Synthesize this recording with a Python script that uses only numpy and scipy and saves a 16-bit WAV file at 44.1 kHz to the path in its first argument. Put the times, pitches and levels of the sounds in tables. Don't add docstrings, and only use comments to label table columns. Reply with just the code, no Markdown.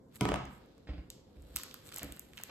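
import sys
import numpy as np
from scipy import signal
from scipy.fft import rfft, irfft
from scipy.io import wavfile
from scipy.ndimage import uniform_filter1d

SR = 44100
rng = np.random.default_rng(int(sys.argv[2]) if len(sys.argv) > 2 else 0)


def dump_mix(stems):
    frames = np.atleast_2d(stems).T
    limited = np.clip(frames, -1, 1)
    pcm = np.round(limited * 32767).astype(np.int16)
    wavfile.write(sys.argv[1], SR, pcm)


N = 110250

# (frequency [Hz], level [dB])
HUM_COLOUR = [(20, -4), (64, -1), (240, -1), (292, -2), (459, -6), (514, -9), (956, -18.5), (2710, -40.5),
              (3500, -36.5), (8000, -41), (11000, -42), (13500, -48), (15000, -53), (17000, -117)]
# (frequency [Hz], likeness [0 to 1])
LIKENESS = [(30, .99), (100, .96), (200, .88), (350, .7), (600, .3), (1200, .15), (4000, .3), (6500, .3),
            (7500, .93), (17000, .96)]
# (frequency [Hz], time to fade by 60 dB [s], relative level [dB])
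ROOM_ECHO = [(58.5, 0.57, -20), (149, 0.62, 10), (494, 0.34, 9.5), (1410, 0.63, 10.5), (2340, 0.62, 7),
             (5200, 0.55, 8), (9300, 0.33, 1), (12700, 0.37, 4.5), (15300, .2, -41)]

# (time [s], peak of low tones [dB], upper tones relative to it [dB],
# scuff relative to it [dB], rise time of low tones [s])
THUMPS = [(0.225, -35, -6, -10, 0.086), (0.307, -30.5, -29, -30, 0.014), (0.427, -43.5, -11, -27, 0.0057),
          (0.458, -45.5, -12, -10, 0.022), (.68, -61, -27, -14, 0.022), (0.598, -58, -10, -38, 0.013),
          (0.8694, -59, 10.5, 13, 0.0019), (0.8864, -30.5, -9.5, -15, 0.01), (.93, -45, 2.5, -3.5, 0.0072),
          (0.976, -35, -7.5, -16, 0.0065), (1.076, -49.5, -10.5, -32, 0.012),
          (1.361, -45.5, -14, -19, 0.0089), (1.39, -46, -10, -21, .015), (1.43, -48.5, -9.5, -30.5, 0.013),
          (1.488, -48, -15, -23, 0.035), (1.545, -46.5, 1, -30, 0.0051), (2.016, -52.5, 7, 12.5, 0.002),
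          (2.03, -43, 3.5, -10, 0.008), (2.044, -54.5, 12.5, -14, 0.002), (2.062, -52, 9.5, 3, 0.004),
          (2.087, -45, -11, -7.5, 0.015), (2.492, -52, 7, 11.5, 0.0026)]
# (frequency [Hz], level [dB], time to fade by 60 dB [s])
TABLE_TONES = [(55.2, -5, 0.3), (64.35, 1, 0.22), (87.8, -12.5, 0.11), (161, -7.5, 0.076),
               (194.8, 7, 0.054), (240, -9.5, 0.12), (282.7, 2, 0.075), (498.5, -4, 0.049),
               (592, -14.5, 0.073), (761, -7, 0.042)]
# (frequency [Hz], level [dB])
SCUFF_COLOUR = [(240, -4), (400, 4), (591, 8), (1100, -3.5), (2640, -0.5), (3220, -4.5), (5000, -9.5),
                (6200, -26.5), (9000, -29), (19800, -90)]

# (time [s], crack peak [dB], lowest tone peak [dB],
# other tones peak [dB], crack tilt [dB per octave])
BOUNCES = [(0.2099, -15.5, -24, -20, 3), (0.2534, -18.5, -26, -25, -1.5), (0.2873, -27, -50, -31, 2),
           (0.2899, -21, -36, -26, 0), (0.3146, -37, -59, -41.5, 2), (0.3182, -20, -46, -33, -3),
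           (0.341, -21, -42, -29.5, -1), (.3586, -27, -45, -45, -0.7)]
# (frequency [Hz], level [dB], time to fade by 60 dB [s])
KNOCK_TONES = [(132, -6, 0.15), (204.2, -2.5, 0.09), (230.8, -6.5, 0.079), (263.6, 0.5, 0.055),
               (345.6, -6.5, 0.084), (403.3, -7, 0.082), (613, -11.5, 0.045), (694, -9, 0.059),
               (972, -15, 0.16), (1270, -25.5, 0.27), (1506, -12, 0.035), (2113, -15, 0.053),
               (2596, -36, 0.0156)]
# (frequency [Hz], level [dB])
CRACK_COLOUR = [(150, -29), (350, -4.5), (600, 7.5), (1060, 2.5), (1780, -0.5), (2840, -3), (4300, -15.5),
                (5900, -15), (7700, -13), (12000, -26), (16500, -37)]

# (time [s], treble level before SNAP_DB [dB], body relative to it before BODY_DB [dB],
# body pitch [Hz], treble tilt before limiting [dB per octave])
SNAPS = [(0.454, -46.5, -19, 1350, -13), (0.6607, -63, -5, 990, 4), (0.7804, -59, -7, 1555, -5),
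         (1.1025, -31.5, -15.5, 3550, -6.5), (1.4223, -55, -33, 1240, 1), (1.4463, -71, -7, 2070, 8),
         (1.5868, -35, -16, 2060, 11), (1.598, -43.5, -5.5, 1380, 0), (1.6145, -46, 3, 4100, 0),
         (1.6336, -37, -11, 3900, 0), (1.6354, -31.5, -12, 1100, -1), (1.7119, -54, 9.5, 3450, -14),
         (1.7423, -33, -10, 3400, 8), (1.7437, -52.5, 4.5, 1280, -4), (1.855, -51, -12, 990, -6),
         (1.869, -48, -31, 2620, -13), (1.8908, -45, -4, 2350, -10), (1.919, -48, -3, 1210, -12),
         (1.9234, -41, -2, 2860, -10), (1.9284, -59, 1, 2600, -10), (1.943, -33.5, -30, 3870, 5),
         (1.962, -27, -25, 830, 2), (1.9842, -28.5, -20, 830, 8), (2.0317, -27, -12.5, 1900, 9),
         (2.1229, -34, -9.5, 2920, 8.5), (2.165, -45, -17, 1570, 17), (2.1711, -53, 4, 2410, 16),
         (2.1951, -31, -40, 840, 9), (2.3345, -50.5, 3, 2330, -5.5), (2.3734, -45.5, 3, 2670, 8),
         (2.3786, -48, 10.5, 2600, -1), (2.3871, -57, 15, 2780, 10), (2.4, -59.5, 12.5, 1010, -8),
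         (2.4362, -28, -14, 2840, 10), (2.476, -53, -3, 1740, 2), (1.937, -54, 8, 2800, 1),
         (1.994, -40.5, 3, 4240, -11), (2.39, -52, -1, 1900, -1), (2.413, -46, -12, 1480, 4),
         (0.158, -39.5, -26, 3520, 11), (1.5578, -41, 1, 4130, -6), (1.5614, -19.5, -15, 4100, 11),
         (1.5631, -36, -4.5, 1300, -11), (1.569, -26, -5.5, 3900, 0), (1.577, -54, -1, 4600, 2),
         (1.1067, -51.5, -1, 4520, 7), (1.9716, -41, -1, 3100, -8), (2.0446, -38, -22, 2580, 20)]
# (frequency [Hz], level [dB])
SNAP_TREBLE = [(1500, -106), (3000, -13), (5000, -1.5), (7800, 7.5), (10000, 2), (12000, 3), (14500, 2),
               (16500, -11)]
# (multiple of its pitch [ratio], level [dB])
SNAP_BODY = [(.2, -40), (.5, -7), (1, 0), (1.6, -6), (3, -22), (6, -50)]
# (time [s], treble level [dB], body level [dB])
CRINKLE_LEVELS = [(0, -106, -129), (0.119, -85, -74.5), (0.149, -60, -65), (0.164, -55, -54.5),
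                  (0.176, -64, -77.5), (0.218, -80, -52), (.4, -104, -65.5), (0.531, -67.5, -70),
                  (.67, -87, -72), (.9, -91, -77), (1.03, -87, -99), (1.18, -98, -79), (1.41, -80, -75),
                  (1.52, -70.5, -67.5), (1.59, -65, -56.5), (1.71, -67, -64), (1.82, -74, -68),
                  (1.872, -56.5, -61), (1.91, -64.5, -61.5), (1.982, -53.5, -54), (2.04, -79, -59),
                  (2.09, -68, -78), (2.18, -68, -70), (2.32, -75, -71.5), (2.39, -62, -70), (2.5, -84, -60)]
# (frequency [Hz], level [dB])
CRINKLE_TREBLE = [(3000, -14.5), (5000, -10), (7800, -0.5), (12000, -5), (14000, -1), (15000, -25),
                  (16500, -44)]
# (frequency [Hz], level [dB])
CRINKLE_BODY = [(400, -15), (1200, -2), (2300, -4), (4000, 0), (7000, -12), (10000, -41), (16500, -53)]

# (frequency [Hz], lead of the left [radians])
PORT_PHASE = [(0, 0), (1000, .1), (2000, -.8), (4000, -2.4), (5500, -2), (7000, 0), (8000, .7), (9000, 2.2),
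              (11000, 4.9), (13000, 7.1), (15000, 9.5), (17000, 11.9)]
# (frequency [Hz], left over right [dB])
PORT_BALANCE = [(30, -.3), (125, -2), (500, .5), (2000, -1.5), (5000, -1), (7500, 0)]

HUM_DB, PATCH_DB = -59, 1.5
TONE_HZ, TONE_WIDTH_HZ, TONE_DB = 516, 4.4, 9.5
SCUFF_S, CRACK_S, SNAP_S, BODY_S = 0.02, 0.0015, 0.0008, 0.0013
RING_RISE_S = 0.0031
CRACK_EDGE, SNAP_EDGE = 4.26, 4
CRACK_UNLIKE = 0.6
KNOCK_LEAD = 3
SNAP_DB, BODY_DB = 5, 5
CRINKLE_PER_S, CRINKLE_SPREAD_DB = 3500, 2.7
THUMP_ROOM_DB, KNOCK_ROOM_DB, BAG_ROOM_DB = -1.5, -1, 3.5
LOW_CUT_HZ, EDGE_HZ = 38, 16600


def amp(db):
    return 10 ** (np.asarray(db) / 20)


def evened(x):
    return x / np.sqrt(np.mean(x ** 2) + 1e-20)


def read(points, hz, order=1):
    columns = np.transpose(points)
    return np.interp(np.log(hz + 1), np.log(columns[0] + 1), columns[order])


def add(mix, s, sound):
    part = mix[..., round(s * SR):][..., :sound.shape[-1]]
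    part += sound[..., :part.shape[-1]]


def colour(points, size=2048):
    log_gain = np.log(amp(read(points, abs(np.fft.fftfreq(size, 1 / SR)))))
    taps = np.fft.ifft(np.exp(np.conj(signal.hilbert(log_gain)))).real[:size // 2]
    return taps / np.linalg.norm(taps)


def tilted_colour(points, tilt_db, pivot_hz):
    return colour([(hz, db + tilt_db * np.log2(hz / pivot_hz)) for hz, db in points])


def burst(noise, decay_s, taps, edge=0):
    u = np.arange(len(noise)) / SR / decay_s
    puff = noise * np.minimum(4 * u, 1) * np.exp(-u)
    click = edge * signal.unit_impulse(len(u), 6)
    x = signal.fftconvolve(puff + click, taps)
    return x / abs(x).max()


def ring(tones, rise_s):
    t = np.arange(SR // 2) / SR
    x = sum(amp(db - 60 * t / t60) * np.sin(2 * np.pi * hz * t) for hz, db, t60 in tones)
    x = x * (1 - np.exp(-(t / rise_s) ** 2))
    return x / abs(x).max()


def pair(a, b, hz):
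    same = np.clip(read(LIKENESS, hz), -1, 1)[:, None]
    return np.array([a, same * a + np.sqrt(1 - same ** 2) * b])


def room(x):
    taps = np.zeros((2, SR))
    slots = np.arange(300, SR - 20, 20)
    at = slots + rng.integers(0, 20, (2, len(slots)))
    np.put_along_axis(taps, at, rng.choice([-1., 1.], at.shape), 1)
    hz, t, z = signal.stft(taps, SR, nperseg=512)
    fade_s = read(ROOM_ECHO, hz)[:, None]
    level_db = read(ROOM_ECHO, hz, order=2)[:, None] - 60 * t / fade_s
    tail = signal.istft(pair(*z, hz) * amp(level_db), SR, nperseg=512)[1]
    return signal.fftconvolve(x[None], tail / 25, axes=1)[:, :N]


def hum():
    frames, hz = N // 512 + 5, np.fft.rfftfreq(2048, 1 / SR)
    a, b, c, d, patches = rng.standard_normal((frames, 1025, 5)).T
    patches = evened(uniform_filter1d(uniform_filter1d(patches, 12, 0), 6, 1))
    z = pair(a + 1j * b, c + 1j * d, hz)
    z = z * amp(read(HUM_COLOUR, hz)[:, None] + PATCH_DB * patches)
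    z *= amp(TONE_DB / (1 + ((hz - TONE_HZ) / TONE_WIDTH_HZ) ** 2))[:, None]
    sound = signal.istft(z, nperseg=2048, noverlap=1536)[1][:, :N]
    return amp(HUM_DB) * evened(sound)


def thumps():
    out, scuff = np.zeros(N), colour(SCUFF_COLOUR)
    noises = rng.standard_normal((len(THUMPS), 3000))
    for (s, db, upper_db, scuff_db, rise_s), noise in zip(THUMPS, noises):
        add(out, s, amp(db) * ring(TABLE_TONES[:3], rise_s))
        add(out, s, amp(db + upper_db) * ring(TABLE_TONES[3:], 0.5 * rise_s))
        add(out, s, amp(db + scuff_db) * burst(noise, SCUFF_S, scuff))
    return out + amp(THUMP_ROOM_DB) * room(out)


def bounces():
    out = np.zeros((2, N))
    boom, wood = ring(KNOCK_TONES[:1], RING_RISE_S), ring(KNOCK_TONES[1:], RING_RISE_S)
    noises = rng.standard_normal((len(BOUNCES), 2, 600))
    for (s, db, boom_db, ring_db, tilt_db), (shared, unlike) in zip(BOUNCES, noises):
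        taps = tilted_colour(CRACK_COLOUR, tilt_db, 1000)
        crack = np.array([burst(shared + side * CRACK_UNLIKE * unlike, CRACK_S, taps, CRACK_EDGE)
                          for side in (1, -1)])
        add(out, s, amp(db) * crack)
        add(out, s, -amp(boom_db) * boom - amp(ring_db) * wood)
    direct = np.array([out[0], np.roll(out[1], KNOCK_LEAD)])
    return direct + amp(KNOCK_ROOM_DB) * room(out.mean(0))


def snaps():
    out, echo_source = np.zeros((2, N)), np.zeros(N)
    noises = rng.standard_normal((len(SNAPS), 2, 400))
    for (s, db, body_db, hz, tilt_db), (treble_noise, body_noise) in zip(SNAPS, noises):
        treble_db = db + SNAP_DB
        low_db = db + body_db + BODY_DB
        treble = tilted_colour(SNAP_TREBLE, np.clip(tilt_db, -8, 8), 9000)
        hollow = colour([(k * hz, g) for k, g in SNAP_BODY])
        add(out, s, amp(treble_db) * burst(treble_noise, SNAP_S, treble, SNAP_EDGE))
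        body = burst(body_noise, BODY_S, hollow, SNAP_EDGE)
        add(out, s, amp(low_db + np.array([[-1.5], [1.5]])) * body)
        add(echo_source, s, amp(treble_db) * treble + amp(low_db + 5.5) * hollow)
    return out + amp(BAG_ROOM_DB) * room(echo_source)


def crinkle():
    boost_db = CRINKLE_SPREAD_DB * np.minimum(rng.exponential(1, (2, N)), 5)
    size = amp(boost_db) * rng.standard_normal((2, N))
    ticks = size * (rng.random((2, N)) < CRINKLE_PER_S / SR)
    t, (s, treble_db, body_db) = np.arange(N) / SR, np.transpose(CRINKLE_LEVELS)
    both = ticks.sum(0)[None]
    leaky = ticks + 0.11 * ticks[::-1]
    out = np.zeros((2, N))
    for drive, points, db in (both, CRINKLE_TREBLE, treble_db), (leaky, CRINKLE_BODY, body_db):
        sound = signal.oaconvolve(drive, colour(points)[None], axes=1)[:, :N]
        out = out + amp(np.interp(t, s, db)) * evened(sound)
    return out


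def bag():
    return snaps() + crinkle()


def scene():
    return hum() + thumps() + bounces() + bag()


def record(dry):
    hz = np.fft.rfftfreq(2 * N, 1 / SR)
    phase = np.interp(hz, *np.transpose(PORT_PHASE))
    turn = amp(read(PORT_BALANCE, hz)) * np.exp(1j * phase)
    left = irfft(rfft(dry[0], 2 * N) * turn)[:N]
    ported = np.array([left, dry[1]])
    low_cut = signal.butter(3, LOW_CUT_HZ, "high", fs=SR, output="sos")
    cut = signal.sosfilt(low_cut, ported)
    band_limit = signal.firwin(511, EDGE_HZ, window=("kaiser", 9), fs=SR)
    return signal.oaconvolve(cut, band_limit[None], "same")


dry = scene()
out = record(dry)
dump_mix(out)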